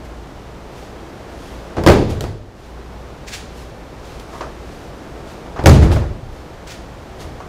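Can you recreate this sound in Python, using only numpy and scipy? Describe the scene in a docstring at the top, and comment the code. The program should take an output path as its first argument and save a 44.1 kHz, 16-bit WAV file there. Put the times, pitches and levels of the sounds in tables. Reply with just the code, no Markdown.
"""Two throws in a martial arts hall

A few metres from the microphone, a body slaps onto a padded mat and rolls out; the sprung floor booms.
Between the falls bare feet scuff, cotton jackets rustle and hands grab, over the ventilation.
The hall rings for under a second, and both landings overload the microphone."""
import sys
import numpy as np
from scipy import signal
from scipy.fft import rfft, irfft, next_fast_len
from scipy.io import wavfile

SR = 44100
rng = np.random.default_rng(int(sys.argv[2]) if len(sys.argv) > 2 else 0)


def to_wav(s):
    """Save 16-bit WAV."""
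    ch = np.atleast_2d(s).T  # columns
    pcm = np.round(np.clip(ch, -1, 1) * 32767)  # PCM
    wavfile.write(sys.argv[1], SR, pcm.astype(np.int16))


N = 330249
TIME = np.arange(N) / SR

# air squeezed from under the mat cover: (frequency [Hz], relative level [dB])
MAT_AIR_SPECTRUM = [(60, -18), (150, 0.5), (250, -6), (330, 4), (400, -2.5), (490, -1), (660, -3.5),
                    (1000, -11), (1500, -13.5), (2500, -25.5), (5000, -32), (9000, -46), (15000, -83)]
# a thrown body lands: (time [s], thud [dB], contact [s], slap [dB], crack [dB], first gap between body
# parts [s], slap and crack lost per part [dB], roll-out thud [dB], dip in the room tone [dB])
LANDINGS = [(1.8636, -7.5, 0.0028, 1.5, -9, .0098, 1.15, -18.5, -6),
            (5.659, 1, 0.0039, 2, -2, .0098, 4, -9, -1.5)]


def from_db(db):
    """Decibels to gain."""
    return 10 ** (np.asarray(db) / 20)


def at_hz(points, hz):
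    """Read a table on a log-frequency axis."""
    known_hz, values = np.transpose(points)
    return np.interp(np.log(np.maximum(hz, 1)), np.log(known_hz), values)


def coloured(x, spectrum):
    """Give a steady signal a spectrum; rms 1."""
    size = next_fast_len(N)
    gain = from_db(at_hz(spectrum, np.arange(size // 2 + 1) * SR / size))
    shaped = irfft(rfft(x, size) * gain, size)[:N]
    return shaped / shaped.std()


def noise(spectrum):
    """Smooth noise of a given colour; rms 1."""
    return coloured(rng.standard_normal(N), spectrum)


def ring(force, hz, t60):
    """One resonance: a unit impulse starts a sine of height 1 that falls 60 dB in t60 seconds."""
    radius, angle = from_db(-60 / (t60 * SR)), 2 * np.pi * hz / SR
    return signal.lfilter([0, np.sin(angle)], [1, -2 * radius * np.cos(angle), radius ** 2], force + 1e-18)


def burst(attack_s, decay_s):
    """A quick rise and an exponential fall."""
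    t = TIME[:SR // 2]
    return (1 - np.exp(-t / attack_s)) * np.exp(-t / decay_s)


def add(track, s, piece):
    """Mix a piece into a track from time s."""
    start = int(s * SR)
    track[start:start + len(piece)] += piece[:max(N - start, 0)]


def ventilation(air_db, drone_db, hum_db):
    """Room tone: a fan hums and drones in its duct, with rumble and hiss; it dips after each fall."""
    # moving air in the hall: (frequency [Hz], relative level [dB])
    air_spectrum = [(15, -25), (28, -3.5), (43, -5.5), (58, -1), (80, -7), (125, -7), (200, -10.5),
                    (270, -11.5), (380, -10.5), (750, -14.5), (1100, -19.5), (2500, -29), (6000, -37),
                    (10000, -46.5), (15000, -51), (16000, -65)]
    # the fan motor: (frequency [Hz], relative level [dB])
    motor_tones = [(59.2, -37.5)]
    drone = ring(rng.standard_normal(N), hz=57.6, t60=0.96)
    hum = sum(from_db(db) * np.sqrt(2) * np.sin(2 * np.pi * (hz * TIME + rng.random()))
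              for hz, db in motor_tones)
    air = from_db(air_db) * noise(air_spectrum)
    delay_s, half_s = 0.59, 0.24
    dips_db = sum(db * np.exp(-((TIME - s - delay_s) / half_s) ** 2) for s, *_, db in LANDINGS)
    return from_db(dips_db) * (air + from_db(drone_db) * drone / drone.std() + from_db(hum_db) * hum)


def hall(x, build_up_s):
    """In each half octave, energy builds up in the hall and dies away as a wash of countless echoes."""
    # the hall's reverberation: (frequency [Hz], time to fall 60 dB [s])
    decay_times = [(50, 0.85), (150, 0.81), (400, 0.8), (1000, 0.3), (4000, 0.58), (12000, 0.27)]
    echoes, white = np.zeros(N), rng.standard_normal((2, N))
    edges_hz = 28 * 2 ** (np.arange(20) / 2)
    rise = np.exp(-1 / (build_up_s * SR))
    for k, (low, high) in enumerate(zip(edges_hz, edges_hz[1:])):
        band = signal.butter(2, [low, high], "band", fs=SR, output="sos")
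        t60 = at_hz(decay_times, np.sqrt(low * high))
        fall = from_db(-60 / (t60 * SR)) ** 2   # squared for energy
        power = signal.sosfilt(band, x) ** 2 + 1e-18
        energy = signal.lfilter([(1 - rise) * (1 - fall)], [1, -rise - fall, rise * fall], power)
        wash = signal.sosfilt(band, white[k % 2])
        echoes += np.sqrt(np.abs(energy)) * wash / wash.std()
    return echoes


def grappling_effort(rise_db_per_s=4.5, edge_s=0.05, uneven_db=1, tugs_per_s=7):
    """The pair close in and wrestle; each bout builds in uneven tugs."""
    # bouts of wrestling: (start [s], end [s], effort at the end [dB])
    grapples = [(0.706, 2.2, -35.5), (3.87, 6.0, -36), (6.3, 7.598, -40)]
    build = np.zeros(N)
    for start, end, db in grapples:
        fade = np.clip(np.minimum(TIME - start, end - TIME) / edge_s, 0, 1)
        build += fade * from_db(db + rise_db_per_s * (TIME - end))
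    tugs_db = uneven_db * rng.standard_normal(200)
    return build * from_db(np.interp(TIME * tugs_per_s, np.arange(len(tugs_db)), tugs_db))


def strokes(rows):
    """Sliding speed that swells and fades with each stroke."""
    return sum(from_db(db) * np.exp(-np.minimum(((TIME - s) / half_s) ** 2, 20)) for s, half_s, db in rows)


def rubbing(speed, spectrum, slips_per_s, spread_db):
    """Dense tiny slips of uneven size, as loud as the sliding is fast."""
    sizes = from_db(spread_db * np.minimum(rng.exponential(1, N), 5)) * rng.choice([-1, 1], N)
    slips = sizes * (rng.random(N) < slips_per_s / SR)
    return speed * coloured(slips, spectrum)


def jackets(effort, rustle_db=-16):
    """Cotton rubs on cotton: a rustle that follows the effort, a swish with each wide swing."""
    # swings of a jacket or trouser leg, and a soft slide of a foot near 4.1 s: (middle [s], half length [s],
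    # level [dB])
    swishes = [(.055, 0.011, -45), (.79, .07, -48), (1.47, 0.12, -48), (2.11, 0.016, -35.5),
               (2.64, 0.082, -52), (3.59, 0.062, -43.5), (4.12, 0.096, -49), (4.2, 0.0027, -34.5),
               (4.36, 0.065, -45.5), (4.73, 0.14, -52), (5.30, 0.035, -47), (5.835, 0.013, -30),
               (5.93, 0.015, -28.5), (6.36, 0.071, -53), (7.215, 0.019, -37)]
    # rubbing cotton: (frequency [Hz], relative level [dB])
    cotton_spectrum = [(300, 14.5), (1500, 7.5), (3000, 7.5), (6000, 2.5), (9000, -4.5), (13000, -8.5),
                       (15000, -21)]
    speed = strokes(swishes) + from_db(rustle_db) * effort
    return rubbing(speed, cotton_spectrum, slips_per_s=3500, spread_db=1.5)


def bare_feet(effort, shuffle_db=-3):
    """Soles rasp across the cover, and shifting weight presses air from the mat."""
    # sliding soles: (middle [s], half length [s], level [dB])
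    scuffs = [(3.284, 0.013, -34), (3.310, 0.0093, -48), (3.341, 0.019, -29), (3.372, 0.012, -49),
              (4.06, 0.027, -48), (4.135, 0.028, -60), (6.677, 0.0074, -38.5), (6.712, 0.024, -36.5)]
    # skin rasping on the cover: (frequency [Hz], relative level [dB])
    sole_spectrum = [(500, -49), (1100, 0), (1700, 8), (3500, 5.5), (7500, 1), (10000, -14), (15000, -15)]
    rasp = rubbing(strokes(scuffs), sole_spectrum, slips_per_s=2400, spread_db=1.1)
    return rasp + from_db(shuffle_db) * effort * noise(MAT_AIR_SPECTRUM)


def hand_grabs():
    """A cupped palm on cloth gives a short, hollow smack with no bass."""
    # hands catching arms and thick cotton: (time [s], level [dB], decay [s])
    grabs = [(4.33, -29, 0.022), (4.4077, -14, 0.0081), (5.561, -26, 0.038), (7.242, -33, 0.0064),
             (7.402, -23.5, 0.0069)]
    # the hollow of the palm: (frequency [Hz], relative level [dB])
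    palm_spectrum = [(150, -22), (330, 7), (550, 7.5), (1050, 9.5), (1450, -2.5), (1800, -5), (3000, -18),
                     (6000, -19), (9000, -42), (14000, -54)]
    smack = np.zeros(N)
    for s, db, decay_s in grabs:
        add(smack, s, from_db(db) * burst(attack_s=0.00081, decay_s=decay_s))
    return smack * noise(palm_spectrum)


def mat_contacts():
    """Every blow on the mat, in the columns of touches plus (slap decay [s], crack decay [s])."""
    # a hand, knee or foot comes down: (time [s], thud [dB], contact [s], slap [dB], crack [dB])
    touches = [ (1.7677, -44, 0.0042, -16, -30), (1.781, -16, 0.0026, -16, -58),
               (1.837, -24, .004, -18, -20), (2.185, -23, 0.0059, -37, -48),
               (2.208, -24, 0.0026, -24, -14.5), (2.24, -29, 0.0076, -23.5, -28),
               (5.46, -43, 0.0035, -29, -50), (5.59, -16.5, 0.0073, -16, -56),
               (5.6387, -14, 0.0031, -18.5, -25), (5.823, -6.5, 0.0075, -16.5, -28),
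               (5.917, -6.5, .010, -19.5, -26), (5.96, -11, 0.007, -21, -32),
               (7.245, -23.5, 0.0093, -38, -42)]
    landing_decays_s, roll_decays_s, touch_decays_s = (0.0086, 0.0029), (0.028, 0.0012), (0.013, 0.0012)
    thud_loss_db, slowing = 1.75, 1.2
    roll_start_s, roll_gap_s, roll_uneven_s = 0.095, 0.053, 0.0053
    roll_loss_db, roll_contact_s, slap_under_thud_db = 1.37, 0.0075, 11.5
    rows = []
    for s, thud_db, contact_s, slap_db, crack_db, gap_s, loss_db, roll_db, _ in LANDINGS:
        for k in range(4):   # arm, shoulder, back and hip land in turn, weaker and ever further apart
            rows.append((s + gap_s * k ** slowing, thud_db - k * thud_loss_db, contact_s,
                         slap_db - k * loss_db, crack_db - k * loss_db, *landing_decays_s))
        for k in range(6):   # the body rolls out in soft, fading bumps with no crack
            bump_s = s + roll_start_s + k * roll_gap_s + roll_uneven_s * rng.standard_normal()
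            bump_db = roll_db - k * roll_loss_db
            rows.append((bump_s, bump_db, roll_contact_s,
                         bump_db - slap_under_thud_db, -np.inf, *roll_decays_s))
    return rows + [(*touch, *touch_decays_s) for touch in touches]


def floor_boom(contacts, radiation_hz=40):
    """Each weight pushes the floor for a moment; a long, soft push reaches only the lowest modes."""
    # the sprung floor: (frequency [Hz], relative level [dB], time to fall 60 dB [s])
    floor_modes = [(34.6, -10.5, 1), (55, -25, 0.31), (82.5, -2.5, 0.3), (103.1, -8, 0.46),
                   (132.65, -3, 0.36), (173.2, -3.5, 0.19), (212.2, -6, 0.34), (331, 0, 0.22),
                   (409, -10, 0.35), (490, -25, 0.13)]
    force = np.zeros(N)
    for s, thud_db, contact_s, *_ in contacts:
        push = np.sin(np.pi * np.minimum(TIME[:SR // 10] / contact_s, 1)) ** 2
        add(force, s, from_db(thud_db) * push / push.sum())
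    motion = sum(from_db(db) * ring(force, hz, t60) for hz, db, t60 in floor_modes)
    # slow sagging moves the air aside and hardly radiates
    return signal.sosfilt(signal.butter(2, radiation_hz, "high", fs=SR, output="sos"), motion)


def mat_slaps(contacts):
    """Skin cracks on the cover, and the trapped air bursts out more slowly."""
    # skin and cloth striking the cover: (frequency [Hz], relative level [dB])
    crack_spectrum = [(600, -37), (1400, 14.5), (3000, 11), (5000, 9), (8000, 2), (15000, -9)]
    slap, crack = np.zeros(N), np.zeros(N)
    for s, _, _, slap_db, crack_db, slap_s, crack_s in contacts:
        add(slap, s, from_db(slap_db) * burst(attack_s=0.00075, decay_s=slap_s))
        add(crack, s, from_db(crack_db) * burst(attack_s=0.000067, decay_s=crack_s))
    return slap * noise(MAT_AIR_SPECTRUM) + crack * noise(crack_spectrum)


def scene():
    """The pair work a few metres from the microphone, so much of their sound comes by way of the hall."""
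    contacts, effort = mat_contacts(), grappling_effort()
    boom, slaps, hands = floor_boom(contacts), mat_slaps(contacts), hand_grabs()
    scuffle = bare_feet(effort) + jackets(effort)
    direct = boom + slaps + hands + scuffle
    into_hall = (from_db(-2.5) * boom + from_db(-3.5) * slaps
                 + from_db(-1.5) * hands + from_db(-2) * scuffle)
    room_tone = ventilation(air_db=-35, drone_db=-46.5, hum_db=-7)
    return (room_tone + direct + hall(into_hall, build_up_s=0.0011))[None]


def record(dry, ceiling=0.97, cutoff_hz=15500):
    """One microphone: the landings clip flat, and the highest treble is cut off steeply."""
    clipped = np.clip(dry, -ceiling, ceiling)
    return signal.sosfilt(signal.ellip(8, 0.1, 70, cutoff_hz, fs=SR, output="sos"), clipped)


dry = scene()
out = record(dry)
to_wav(out)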